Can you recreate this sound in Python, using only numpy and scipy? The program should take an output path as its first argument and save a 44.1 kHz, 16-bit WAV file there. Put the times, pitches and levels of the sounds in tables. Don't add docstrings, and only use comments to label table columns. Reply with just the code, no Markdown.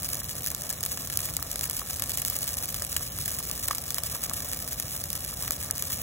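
import sys
import numpy as np
from scipy import signal
from scipy.fft import rfft, irfft, next_fast_len
from scipy.io import wavfile
from scipy.ndimage import uniform_filter1d, minimum_filter1d

SR = 44100
rng = np.random.default_rng(int(sys.argv[2]) if len(sys.argv) > 2 else 0)


def amplitude_ratio(level_db):
    exponent = np.asarray(level_db, float) / 20
    return 10 ** exponent


def materialize(psi):
    bounded = np.clip(np.atleast_2d(psi).T, -1, 1)
    quanta = np.round(bounded * 32767).astype(np.int16)
    wavfile.write(sys.argv[1], SR, quanta)


N = 265878

# time in seconds, level of the rush in dB.
FLAME_RUSH = [
    (0.0, -47),
    (3.81, -47.5),
    (4.16, -46),
    (5.04, -48),
    (6.03, -46),
]
# frequency in Hz, level in dB per Hz.
ROAR_TONE = [(20, -40), (32, -9), (55, -4), (85, -2), (160, -6.5), (250, -13.5), (330, -15), (500, -29.5),
             (800, -94)]
# frequency in Hz, level in dB per Hz.
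RUSH_TONE = [(120, -58), (250, 12), (400, 9.5), (700, 6), (1400, 1.5), (2800, -7.5), (5000, -34),
             (10000, -4.5), (16000, -13.5)]
# time in seconds, level in dB.
CRACKLE = [(0.0, -36.5), (0.23, -40), (0.77, -41.5), (0.95, -38), (1.53, -40), (1.61, -40), (2.13, -37),
           (2.79, -38), (3.09, -38.5), (3.96, -39.5), (4.1, -38), (4.68, -38.5), (5.07, -40), (5.64, -38.5),
           (6.03, -37.5)]
# frequency in Hz, level in dB per Hz.
SNAP_TONE = [(250, -70), (600, -26), (1000, -16), (2000, -11), (4000, -7), (5000, -4), (7600, -3),
             (8300, 0), (10500, -2), (16500, -1)]
# time in seconds, peak
# level in dB.
MORE_TWIG_CRACKS = [(0.0845, -20), (0.2432, -13.5), (0.837, -7.5), (1.4267, -6), (1.6105, -9), (1.7108, -12),
                    (1.897, -19), (1.9969, -9), (2.1358, -14.5), (2.1739, -7.5), (2.2499, -4.5), (2.5705, -11),
                    (2.822, -10), (3.2795, -7), (3.6786, -12), (3.6842, -8), (3.7495, -10.5), (3.9057, -8.5),
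                    (4.2967, -9.5), (4.3353, -10), (4.2377, -10), (4.5901, -11), (4.6244, -15.5), (4.6772, -11),
                    (4.8244, -11.5), (5.0393, -9), (5.1301, -9.5), (5.1533, -10), (5.824, -6), (5.9, -14)]
# time in seconds, peak level in dB, woody body in dB
TWIG_CRACKS = [(0.4627, -9, -19.5), (0.4716, -7, -19.5), (0.6929, -12, -25), (0.8304, -3, -27),
               (0.8517, -10, -22), (0.8619, -8.5, -15), (0.9739, -12, -12), (1.1002, -11, -15.5),
               (1.173, 0, -32), (1.1907, -13, -11), (1.3673, -2, -23), (1.5583, -7, -21),
               (1.5927, -7, -24.5), (1.6983, -7.5, -24), (2.0221, -6, -18), (2.2183, -6.5, -20.5),
               (2.3001, -2.5, -31), (2.3885, -12, -32), (2.7439, -9.5, -19), (2.9653, -3, -14.5),
               (2.9689, -6, -60), (3.6828, -7.5, -15), (3.7108, -9.5, -8), (3.9448, -6.5, -27),
               (3.9832, -4.5, -17), (4.0355, -7, -17), (5.4788, -9, -13.5), (5.5078, -4.5, -19.5),
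               (5.5207, -9, -33), (5.7101, -1.5, -26)]
# time in seconds, peak level in dB, pitch in Hz.
STICK_POPS = [(0.2176, -30.5, 1660.0), (0.4713, -49, 1570), (0.9737, -35, 1100), (1.289, -25, 2220),
              (1.3912, -29, 1280), (1.4237, -27.5, 1180.0), (1.8169, -25.5, 1220), (2.0219, -27, 1160),
              (2.3229, -33, 1110), (2.8196, -26.5, 1700.0), (2.9639, -34, 2450), (3.0079, -31, 1180),
              (3.4045, -31, 1140.0), (3.5043, -31, 1170), (3.6825, -36, 1020), (3.7093, -15.5, 1180.0),
              (3.7108, -34, 770), (3.7322, -28, 1230.0), (3.9701, -29, 1770.0), (3.9827, -23, 2440),
              (4.1559, -29, 1170), (4.3128, -24.5, 1140), (5.3271, -32.5, 1210.0), (5.4352, -31.5, 1120),
              (5.4784, -39, 1280), (5.5073, -32, 710.0), (5.7028, -28, 1680.0)]
# lag of the ground echo in seconds, lag between the ports in seconds.
HEAP_PARTS = [
    (.00177, .000227),
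    (.001795, .000231),
    (.00182, .000235),
]
# frequency in Hz, level in dB.
SCATTERED = [(60, -41), (125, -33), (250, -16.5), (1000, -10), (1600, -15.5), (2600, -16.5), (4000, -8.5),
             (6000, -11), (16000, -21)]
# frequency in Hz, gain
# in dB.
MIX_TONE = [(20, -30), (35, -8), (50, 0), (15800, 0), (15900, -22), (20000, -26)]

PADDED = next_fast_len(N + 4096)
GRID_HZ = np.fft.rfftfreq(PADDED, 1 / SR)


def rms_one(x):
    return x / np.sqrt(np.mean(x ** 2) + 1e-20)


def in_time(rows):
    s, level = np.transpose(rows)
    return np.interp(np.arange(N) / SR, s, level)


def response(points):
    hz, db = np.transpose(points)
    return amplitude_ratio(np.interp(np.log(GRID_HZ + 1), np.log(hz), db))


def colour(x, points):
    return irfft(rfft(x, PADDED) * response(points), PADDED)[..., :N]


def band(x, low_hz, high_hz):
    edges_hz = [low_hz, min(high_hz, .45 * SR)]
    return signal.sosfilt(signal.butter(2, edges_hz, "band", fs=SR, output="sos"), x)


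def drift(rate_hz):
    r = np.exp(-2 * np.pi * rate_hz / SR)
    wander = signal.lfilter([1], [1, -2 * r, r * r], rng.standard_normal(N + SR))
    return rms_one(wander[SR:])


def flames():
    roar_db = -45 + 0.39 * drift(0.96)
    rush_db = in_time(FLAME_RUSH) + 1.28 * drift(14.4)
    roar = rms_one(colour(rng.standard_normal(N), ROAR_TONE))
    rush = rms_one(colour(rng.standard_normal(N), RUSH_TONE))
    return amplitude_ratio(roar_db) * roar + amplitude_ratio(rush_db) * rush


def hush():
    clear_s = 0.016
    out = np.ones(N)
    for s, *_ in TWIG_CRACKS + MORE_TWIG_CRACKS:
        out[max(int((s - clear_s) * SR), 0):int(s * SR)] = 0
    return out


def fade(x, decay_s):
    return signal.lfilter([1], [1, -np.exp(-1 / (decay_s * SR))], x + 1e-18)


def burst(marks, snap_s, snap_db, spit_s, spit_db):
    edge = marks * rng.choice([-1, 1], N)
    ragged = amplitude_ratio(snap_db) * fade(marks, snap_s) * rng.standard_normal(N)
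    swell = fade(marks[:, ::-1], spit_s * .7)[:, ::-1] * .2
    spit = amplitude_ratio(spit_db) * (swell + fade(marks, spit_s)) * rng.standard_normal(N)
    return edge + ragged + spit


def needles(crackle_db):
    per_s = 1500 * amplitude_ratio(4.0 * drift(40)) * (.55 + .45 * hush())
    born = rng.random((len(HEAP_PARTS), N)) < per_s / SR
    sizes = amplitude_ratio(6.0 * np.minimum(rng.exponential(1, N), 3.3))
    snaps = burst(born * sizes, snap_s=0.00022, snap_db=-11.5, spit_s=0.0005, spit_db=-17)
    return amplitude_ratio(crackle_db - 1.0) * rms_one(colour(snaps, SNAP_TONE))


def ticks(crackle_db):
    swell_db = 1.2 * (crackle_db - crackle_db.mean())
    per_s = 55 * amplitude_ratio(swell_db + 3.0 * drift(25)) * hush()
    size_db = np.minimum(-21 + 4 * rng.exponential(1, N), -9.5)
    part = rng.integers(0, len(HEAP_PARTS), N) == np.arange(len(HEAP_PARTS))[:, None]
    return part * (rng.random(N) < per_s / SR) * amplitude_ratio(size_db)


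def spikes(times, level_db):
    out = np.zeros((len(HEAP_PARTS), N))
    part = (rng.random(len(times)) * len(HEAP_PARTS)).astype(int)
    out[part, np.round(times * SR).astype(int)] = amplitude_ratio(level_db)
    return out


def twigs(crackle_db):
    s, peak_db, body_db = np.transpose(TWIG_CRACKS)
    lighter = spikes(*np.transpose(MORE_TWIG_CRACKS)) + ticks(crackle_db)
    snap_marks = amplitude_ratio(10.0) * (spikes(s, peak_db) + lighter)
    lighter_body_db = -21.5 - 0.5 * rng.standard_normal(N)
    body_marks = amplitude_ratio(15.5) * (spikes(s, peak_db + body_db) + lighter * amplitude_ratio(lighter_body_db))
    bright = burst(snap_marks, snap_s=0.00012, snap_db=-16, spit_s=0.001, spit_db=-17)
    body = burst(body_marks, snap_s=0.00014, snap_db=-20.5, spit_s=0.0036, spit_db=-15.5)
    return band(colour(bright, SNAP_TONE), 4440, 24000) + band(body, 750, 6700)


def sticks():
    out, t = np.zeros(N), np.arange(600) / SR
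    for s, peak_db, hz in STICK_POPS:
        i = round(s * SR)
        dying = np.exp(-t * hz / 0.95)
        ringing = amplitude_ratio(peak_db + 4.5) * np.sin(2 * np.pi * hz * t) * dying
        out[i:i + len(t)] += ringing[:N - i]
    return band(out, 710, 4400)


def ground(lag_s):
    echo_db, cut_hz, turn = -6, 1300, .9
    late = np.exp(1j * (turn - 2 * np.pi * GRID_HZ * lag_s))
    return 1 + amplitude_ratio(echo_db) * late / np.sqrt(1 + (GRID_HZ / cut_hz) ** 2)


def ports(lag_s):
    split_hz, zero_hz, least_turn = 2100, 2450, 1.5
    turn = np.maximum(2 * np.pi * (GRID_HZ - zero_hz) * lag_s, least_turn) * (GRID_HZ > split_hz)
    wander = uniform_filter1d(rng.standard_normal(len(GRID_HZ)), size=900) * 60
    own = response(SCATTERED) * np.exp(2j * np.pi * wander)
    return np.array([1 + own, (1 - own) * np.exp(-1j * turn)])


def thin_treble(x, under_db, waver_db, calm):
    shift, width = 272, 16
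    window, frame = ("tukey", .3), dict(nperseg=1280, noverlap=256, nfft=2048)
    pair = np.pad([x[0] + x[1], x[0] - x[1]], ((0, 0), (shift, 0)))
    hz, s, cells = signal.stft(pair, SR, window, **frame)
    power = (abs(cells[:, :1024]) ** 2).reshape(2, -1, width, len(s)).sum(axis=2) + 1e-20
    held = -minimum_filter1d(-abs(pair[1]), size=1400)
    peaks = held[np.minimum((s * SR).astype(int), N - 1)] + 1e-9
    sharp_db = 20 * np.log10(peaks / np.median(peaks))
    band_hz = hz[:1024:width, None]
    limit_db = under_db + waver_db * rng.standard_normal(len(s)) - calm * sharp_db - 10 * (band_hz > 5100)
    weak = (power < amplitude_ratio(2 * limit_db) * power[::-1]) & (band_hz > 4000)
    cells[:, :1024] *= ~np.repeat(weak, width, axis=1)
    mid, side = signal.istft(cells, SR, window, **frame)[1][:, shift:shift + N]
    return np.array([mid + side, mid - side]) / 2


def scene():
    crackle_db = in_time(CRACKLE)
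    parts = needles(crackle_db) + twigs(crackle_db)
    parts[1] += flames() + sticks()
    heard = 0
    for part, (echo_s, lag_s) in zip(parts, HEAP_PARTS):
        heard = heard + rfft(part, PADDED) * ground(echo_s) * ports(lag_s)
    return irfft(heard, PADDED)[:, :N]


def band_limit(x):
    return signal.sosfilt(signal.butter(12, 15850, fs=SR, output="sos"), x)


def record(dry):
    rounded = 1.232 * np.tanh(colour(dry, MIX_TONE) / 1.429)
    mix = thin_treble(rounded, under_db=-5.0, waver_db=3.5, calm=1.2)
    return band_limit(mix)


dry = scene()
out = record(dry)
materialize(out)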